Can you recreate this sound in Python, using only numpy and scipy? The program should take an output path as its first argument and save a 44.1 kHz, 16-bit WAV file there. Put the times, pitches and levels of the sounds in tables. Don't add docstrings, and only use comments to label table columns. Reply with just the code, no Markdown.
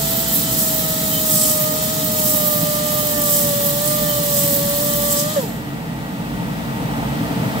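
import sys
import numpy as np
from scipy import signal
from scipy.fft import rfft, irfft
from scipy.io import wavfile

SR = 44100
rng = np.random.default_rng(int(sys.argv[2]) if len(sys.argv) > 2 else 0)


def dump_mix(stems):
    frames = np.atleast_2d(stems).T
    limited = np.clip(frames, -1, 1)
    pcm = np.round(limited * 32767).astype(np.int16)
    wavfile.write(sys.argv[1], SR, pcm)


N = 335160
TIME, FREQS = np.arange(N) / SR, np.maximum(np.arange(N // 2 + 1) * SR / N, 1)
LIFT_OFF_S, RELEASE_S, GAIN_RECOVERY_S = 5.21, 5.35, 5.92


def from_db(db):
    return 10 ** (np.asarray(db) / 20)

def unit_rms(x):
    return x / np.sqrt(np.mean(x ** 2) + 1e-20)

def since(s):
    return np.maximum(TIME - s, 0)

def ramp(s, length_s):
    return np.minimum(since(s) / length_s, 1)

def swell(s, rise_s, fall_s, hold_s=0):
    return np.interp(TIME, [s - rise_s, s, s + hold_s, s + hold_s + fall_s], [0, 1, 1, 0])

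def arches(rows):
    return sum(db * np.cos(np.pi / 2 * np.clip((TIME - s) / half_s, -1, 1)) for s, half_s, db in rows)

def in_time(rows):
    s, *columns = np.transpose(rows)
    return [np.interp(TIME, s, column) for column in columns]

def in_frequency(points):
    hz, value = np.transpose(points)
    return np.interp(np.log(FREQS), np.log(hz), value)

def drift(rate_hz):
    return unit_rms(irfft(rfft(rng.standard_normal(N)) / (1 + (FREQS / rate_hz) ** 2) ** 1.26, N))

def bump(hz, centre_hz, width_hz, db):
    return from_db(db / (1 + (2 * (hz - centre_hz) / width_hz) ** 2))

def panned(db):
    return from_db(np.array([[.5], [-.5]]) * db)

def noise_pair(likeness, left_lag_s=0.00026, scatter_rad=1.28):
    alike = np.clip(in_frequency(likeness), 0, 1)
    shared, left, right = rfft(rng.standard_normal((3, N)))
    lag = 2 * np.pi * np.minimum(FREQS * left_lag_s, 1) / (1 + (480 / FREQS) ** 6)
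    knots_hz = np.arange(0, SR / 2, 250)
    offsets = rng.normal(0, scatter_rad, len(knots_hz)) * (knots_hz * left_lag_s > 1)
    shared_left = shared * np.exp(-1j * (lag + np.interp(FREQS, knots_hz, offsets)))
    return np.sqrt(alike) * np.array([shared_left, shared]) + np.sqrt(1 - alike) * np.array([left, right])

def coloured(spectra, points):
    return unit_rms(irfft(spectra * from_db(in_frequency(points)), N))

def resonating(spectra, modes):
    response = sum(from_db(db) * panned(pan_db) / (1 + 1j * (FREQS ** 2 - hz ** 2) / (FREQS * width))
                   for hz, width, db, pan_db in modes)
    return unit_rms(irfft(spectra * response, N))

def reflections(x, share, spread_s, count=40, places=10):
    echoes = 0
    for place in range(places):
        delay = rng.uniform(.15, 1, count)
        strength = unit_rms(rng.choice([-1, 1], count) * np.exp(-delay)) / np.sqrt(count)
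        taps = np.zeros(int(spread_s * SR) + 1)
        taps[(delay * spread_s * SR).astype(int)] = strength
        nearness = np.sqrt(np.clip(1 - abs(TIME / TIME[-1] * (places - 1) - place), 0, 1))
        echoes = echoes + nearness * signal.oaconvolve(x, taps[None], axes=1)[:, :N]
    return (x + share * echoes) / np.sqrt(1 + share ** 2)


# f/Hz, likeness/0-1
FAN_LIKENESS = [(60, 0.98), (150, 0.94), (290, 0.8), (420, 0.57), (700, 0.15), (1300, 0.86), (2200, 0.43),
                (4000, 0.08), (15000, 0)]
# f/Hz, level/dB
RUMBLE_SPECTRUM = [(20, -29), (40, -33), (56, -4.5), (66, -16.5), (80, -16), (105, -9.5), (138, 0),
                   (150, -1.5), (164, 1.6), (184, -2.5), (205, -4), (245, -5.5), (266, -8), (292, -2),
                   (330, -17), (500, -26.5), (1000, -47.5)]
AIR_SPECTRUM = [(40, -38), (150, -32), (330, -26), (430, -4), (520, -2), (680, -2), (920, -2.5),
                (1030, -7.5), (1250, -4.5), (1600, -8), (3200, -13), (6200, -22.5), (9400, -26),
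                (15800, -19)]
# f/Hz, width/Hz, lift/dB
DUCT_MODES = [(480, 25, 2), (661, 41, 5), (760, 50, 2), (890, 77, 5), (1220, 40, 2)]
# t/s, half length/s, lift/dB
RUMBLE_THROBS = [(.54, .04, 3), (1.36, 0.029, 3.5), (1.45, .035, 1), (2.25, 0.024, 3), (2.63, .04, 3.5),
                 (3.45, .04, 3), (4.03, 0.032, 4), (4.66, .035, 4), (6.36, 0.033, 3), (7.31, .035, 2),
                 (7.43, 0.031, 2.5)]
AIR_SURGES = [(6.23, .05, 0), (6.42, .05, 2.5), (6.8, .04, 3), (6.97, 0.12, 3), (7.28, 0.046, 1),
              (7.44, .04, 2.5), (7.58, 0.045, 2)]
# f/Hz, level/dB against the air before the gain recovers
FAN_TONES = [(225.5, -4), (450, -13.5), (564, -17.5), (663, -21.5), (1822, -21.5), (1923, -16.5),
             (2024, -24.5), (2734, -24)]

def fan(rumble_db=-27, air_db=-33, left_lag_s=0.00014):
    recovering_s = since(GAIN_RECOVERY_S)
    rumble_gain = from_db(rumble_db + 3.5 * recovering_s + arches(RUMBLE_THROBS))
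    rumble = rumble_gain * coloured(noise_pair(FAN_LIKENESS), RUMBLE_SPECTRUM)
    hollow = np.prod([bump(FREQS, *mode) for mode in DUCT_MODES], axis=0)
    airflow = coloured(noise_pair(FAN_LIKENESS) * hollow, AIR_SPECTRUM)
    midrange = irfft(rfft(airflow) / (1 + ((FREQS - 794) / 350) ** 2), N)
    surges = (from_db(arches(AIR_SURGES)) - 1) * midrange
    air = from_db(air_db + 4 * recovering_s) * (airflow + surges)
    arrival = TIME - np.array([[left_lag_s], [0]])
    tones = sum(from_db(db + 1.86 * drift(11)) * np.sin(2 * np.pi * hz * arrival + 0.64 * drift(4.6))
                for hz, db in FAN_TONES)
    return rumble + air + from_db(air_db + 2.5 * recovering_s) * np.sqrt(2) * tones


# t/s, vane rate/Hz
VANE_RATE = [(0.0, 659.5), (0.39, 658.8), (0.76, 636.6), (1.05, 635.7), (1.62, 616), (1.72, 617.6),
             (1.94, 632.6), (2.56, 598), (2.96, 603.2), (3.55, 575.1), (3.72, 575.7), (3.88, 599),
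             (3.96, 599.4), (4.3, 579.3), (4.57, 567.3), (4.73, 575.7), (4.84, 586.5), (5.16, 577.5),
             (5.23, 586), (5.3, 612), (5.33, 619)]

def motor_speed(coast_hz_per_s=1850):
    vane_hz = np.maximum(in_time(VANE_RATE)[0] - coast_hz_per_s * since(RELEASE_S), 0)
    return vane_hz, 2 * np.pi * np.cumsum(vane_hz * (1 + 0.0012 * drift(33))) / SR

def dying(length_s):
    return np.exp(-np.log(1000) * np.minimum(since(RELEASE_S) / length_s, 2) ** 2)


# t/s, level/dB, pan/dB
WHINE_AT_MIC = [(0.1, -30, -4), (.35, -33, -2), (.7, -29.5, 1), (1.1, -29.5, 3.5), (1.4, -28.5, 4.5),
                (1.65, -24, 0), (1.9, -29, 4.5), (2.12, -27.5, 4), (2.42, -24.5, -4), (3.02, -26, -4.5),
                (3.45, -24, -1), (3.62, -23, 2), (3.92, -25, -4), (4.5, -23.5, 0.5), (5.24, -24.5, -1)]
# multiple of the vane rate, level/dB against the whine
WHINE_OVERTONES = [(1.75, -25.5), (3, -24.5), (3.25, -27.5)]
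HOOT_S, HOOT_RISE_S, HOOT_HOLD_S, HOOT_FALL_S, HOOT_DB = 5.365, .006, .018, .034, 16.5

def whine(vane_phase, vane_hz, flutter_db=0.67):
    coasting = ramp(HOOT_S + HOOT_HOLD_S, HOOT_FALL_S)
    stumble_rad = coasting * .22 * drift(70)
    sputter = from_db(coasting * 2.5 * drift(110))

    def partial(multiple, left_lag_s=0.00032):
        lag = 2 * np.pi * vane_hz * left_lag_s * np.array([[1], [0]])
        flutter = from_db(flutter_db * np.sqrt(multiple) * drift(21))
        return np.sqrt(2) * np.sin(multiple * (vane_phase - lag) + stumble_rad) * flutter

    heard_db, pan_db = in_time(WHINE_AT_MIC)
    choke_db = -10.5 * swell(RELEASE_S, rise_s=0.08, fall_s=0.08)
    hoot_db = HOOT_DB * swell(HOOT_S, HOOT_RISE_S, HOOT_FALL_S, HOOT_HOLD_S)
    octave_db = -50.5 + 14 * coasting + 1.6 * drift(6.6)
    tone = partial(1) * panned(pan_db)
    tool_resonance = bump(2 * vane_hz, centre_hz=1197, width_hz=190, db=14.2)
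    octave = from_db(octave_db) * tool_resonance * partial(2) * panned(-10.5)
    for multiple, db in WHINE_OVERTONES:
        housing_resonance = bump(multiple * vane_hz, centre_hz=1780, width_hz=16, db=11.2)
        tone += from_db(db) * housing_resonance * partial(multiple, left_lag_s=0.00044)
    tone *= from_db(heard_db + choke_db + hoot_db)
    return sputter * (dying(0.27) * tone + dying(0.56) * octave)


# multiple of the shaft rate, relative level/dB
ROTOR_ORDERS = [(14, -6), (15, -8), (16, -8), (17, -6), (19.44, -3), (20, -6), (21, -1), (22, -2.5),
                (23, -6), (24, 0), (25, -2), (26, -3), (27, -6), (28, -2.5), (31, -8), (32, -7), (34, -5.5),
                (36, -1.5), (42, -7), (43, -5.5), (44, -4.5), (47, -4)]

def rotor(vane_phase, vanes=4, level_db=-48, waver_db=2.5):
    buzz = sum(np.sqrt(2) * from_db(db) * np.sin(order * vane_phase / vanes + rng.uniform(0, 2 * np.pi))
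               for order, db in ROTOR_ORDERS)
    buzz *= from_db(level_db + waver_db * drift(25))
    return np.vstack([reflections(buzz[None], share=1, spread_s=.012, places=4) for side in range(2)])


# f/Hz, likeness/0-1
TOOL_LIKENESS = [(600, 0.78), (2000, 0.35), (4000, 0.28), (8000, 0.22), (15000, 0.38)]
# f/Hz, level/dB
EXHAUST_SPECTRUM = [(100, -34), (350, -3), (475, 3), (550, -5), (900, -32), (1020, -6), (1300, -5.5),
                    (1500, -9), (1850, -2.5), (2250, -12.5), (2850, -8), (3200, -2.5), (4100, -1),
                    (4700, -3.5), (6200, -6), (7050, -0.5), (8600, -6.5), (16000, -20)]

def exhaust(level_db=-29.5, start_lift_db=3, settle_s=1):
    rush = coloured(noise_pair(TOOL_LIKENESS), EXHAUST_SPECTRUM)
    gain = from_db(level_db + start_lift_db * np.exp(-TIME / settle_s))
    return gain * reflections(rush, share=0.78, spread_s=.024)

def grit(grain_db, chatter_db):
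    return irfft(noise_pair(TOOL_LIKENESS), N) * from_db(grain_db * drift(1100) + chatter_db * drift(50))

def lifted():
    return ramp(LIFT_OFF_S, length_s=0.062)


# peak t/s, rise/s, fall/s, scrape/dB, sizzle/dB, ring of the head/dB
STROKES = [(.1, .1, .15, -2, 1.5, 0), (.36, 0.097, 0.089, 1.5, 7, 2), (.62, 0.14, 0.21, 5, 3.5, 10),
           (.76, 0.13, 0.18, -1.5, 1, 11), (1.16, 0.11, .09, 0, 4, 0), (1.33, 0.12, 0.1, 7.5, 6.5, 8),
           (1.42, 0.1, 0.086, 8.5, -5, 4), (1.5, 0.069, 0.1, 8.5, 5, 4), (1.61, 0.086, 0.072, 2, 3.5, 7),
           (2.3, 0.18, 0.16, 6.5, 6.5, 8), (2.49, 0.2, 0.19, 2, 2, 16.5), (2.94, 0.053, .2, 0.5, 2.5, 2),
           (3.34, 0.18, 0.24, 7, 4.5, 0), (3.67, 0.084, .05, 1.5, 4.5, 0), (3.88, 0.068, 0.097, 4, 2, 0),
           (4.04, .06, .14, 0, 1, 0), (4.38, 0.15, 0.23, 7, 4, 4), (4.55, 0.074, 0.069, 3, 4, 3),
           (4.87, 0.14, .15, 2.5, 1, 2), (5.05, .04, .04, 1.5, 0, 0), (5.13, 0.12, 0.059, 5.5, 3, 3),
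           (5.21, 0.069, 0.064, 5.5, -3, 12)]
# t/s, half length/s, change/dB
EASINGS = [(1.02, .09, 0.5), (1.8, 0.029, -6), (1.98, .08, -2), (2.85, 0.1, -2.5), (3.82, .05, -3)]
# f/Hz, level/dB
SCRAPE_SPECTRUM = [(3000, -35), (4800, -7), (6400, -4.5), (7400, -3), (8700, -3), (9700, -3.5),
                   (11300, -2.5), (13000, -4.5), (16000, -28)]
SIZZLE_SPECTRUM = [(8000, -37), (11000, -5), (11700, -4.5), (12020, 1), (12300, -2), (13000, 4.5),
                   (13750, -1), (14150, 0), (14450, 5), (14900, 3.5), (15600, 2.5), (15800, 0)]
# f/Hz, width/Hz, relative level/dB, pan/dB
RIM_MODES = [(5170, 60, -5, 2), (5420, 50, -6, 3), (5780, 70, -4.5, -3), (6300, 60, -3.5, -4),
             (7050, 60, -4, 0), (7550, 45, 1, 6), (7945, 28, 3, 1), (8230, 50, -2, -2), (8560, 45, 0, -3),
             (9000, 130, -2, -8), (9520, 80, -1, -8), (10280, 70, -1, 2), (10600, 100, -5, -7),
             (11030, 80, -5, 7), (11450, 70, -4, 7), (11780, 110, -2, 0), (12500, 150, -1, -3),
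             (13520, 100, -1, 2), (14330, 150, -1, -7), (15230, 170, 1, -10)]
HEAD_MODES = [(12790, 70, 0, -4), (12950, 160, -5, -4), (13280, 180, -8, -3)]
LIFTED_SCRAPE_DB, LIFTED_SIZZLE_DB, LIFTED_HEADS_DB = -8, -9.5, 15

def grinding(vane_phase, vanes_per_belt_lap=12.5, resting_scrape_db=-30, resting_sizzle_db=-21):
    pressed_db = sum(np.outer(gains_db, swell(s, rise, fall)) for s, rise, fall, *gains_db in STROKES)
    lifted_db = np.outer([LIFTED_SCRAPE_DB, LIFTED_SIZZLE_DB, LIFTED_HEADS_DB], lifted())
    scrape_db, sizzle_db, heads_db = pressed_db + lifted_db
    joint = np.cos(vane_phase / vanes_per_belt_lap)
    throb = 1 + 0.083 * joint
    cutting = grit(grain_db=1.5, chatter_db=1.03) * throb
    skimming = reflections(grit(grain_db=2.5, chatter_db=1.5), share=0.62, spread_s=.025) * throb
    knocking = rfft(grit(grain_db=-2, chatter_db=1.4))
    ring_on_db = 6 * ramp(RELEASE_S, length_s=0.074)
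    rim_db = -7 + 0.96 * np.clip(scrape_db, 0, 9) + ring_on_db
    rim = from_db(rim_db) * resonating(knocking, RIM_MODES) * (1 + 0.15 * joint)
    heads = from_db(-20.5 + heads_db + ring_on_db) * resonating(knocking, HEAD_MODES)
    scrape = coloured(rfft(cutting), SCRAPE_SPECTRUM) * panned(-0.71)
    sizzle = coloured(rfft(skimming), SIZZLE_SPECTRUM) * panned(-3.5)
    return (from_db(resting_scrape_db + scrape_db) * (scrape + rim)
            + from_db(resting_sizzle_db + sizzle_db + arches(EASINGS)) * (sizzle + heads))


# f/Hz, width/Hz, relative level/dB, pan/dB
SINGING_MODES = [(3075, 14, 2, -3), (4413, 18, 0, -5), (5160, 110, -7, 0), (5590, 70, -9, 0)]
# t/s, hold/s, level/dB
SQUEALS = [(.165, .02, -44), (.29, .09, -41), (0.478, .04, -37), (1.137, 0.044, -31), (2.93, .07, -44),
           (3.09, .03, -36), (3.334, .02, -39), (4.102, 0.065, -39.5), (4.82, .02, -47), (4.91, .02, -44),
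           (5.18, .025, -37)]

def singing(ring_db=-38.5, waver_db=3.5, waver_rad=0.55):
    ring = resonating(noise_pair(TOOL_LIKENESS), SINGING_MODES)
    locked = sum(from_db(db) * swell(s, rise_s=0.051, fall_s=.04, hold_s=hold) for s, hold, db in SQUEALS)
    phase = 2 * np.pi * SINGING_MODES[0][0] * TIME + waver_rad * np.array([drift(17), drift(15)])
    squeal = locked * from_db(waver_db * drift(30)) * np.sqrt(2) * np.sin(phase)
    return from_db(ring_db + LIFTED_SCRAPE_DB * lifted()) * ring + squeal


# peak t/s, rise/s, fall/s, f/Hz, width/Hz, level/dB
EDGE_CATCHES = [(.36, .05, .05, 10800, 2000, -28), (1.43, .12, .1, 7945, 30, -28.5),
                (3.87, 0.054, .06, 9300, 2000, -28), (4.39, .09, .12, 7560, 300, -32),
                (5.13, .06, .09, 7520, 160, -28), (5.17, .07, .07, 12500, 200, -28),
                (5.195, .085, 0.057, 5650, 1300, -25), (5.205, .04, 0.032, 6250, 120, -34)]

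def edge_flares():
    catching = rfft(grit(grain_db=-1, chatter_db=4.5))
    return sum(from_db(db) * swell(s, rise_s, fall_s) * resonating(catching, [(hz, width, 0, 0)])
               for s, rise_s, fall_s, hz, width, db in EDGE_CATCHES)

def sander(fade_db_per_s=81):
    vane_hz, vane_phase = motor_speed()
    motor = whine(vane_phase, vane_hz)
    working = grinding(vane_phase) + exhaust() + edge_flares() + rotor(vane_phase) + singing()
    return motor + from_db(-fade_db_per_s * since(RELEASE_S)) * working

def scene():
    return sander() + fan()

def record(dry, cutoff_hz=15760):
    port = bump(FREQS, centre_hz=8080, width_hz=780, db=5.6)
    top_cut = np.clip((cutoff_hz - FREQS) / 60 + .5, 0, 1)
    return irfft(rfft(dry) * port * top_cut, N)


dry = scene()
out = record(dry)
dump_mix(out)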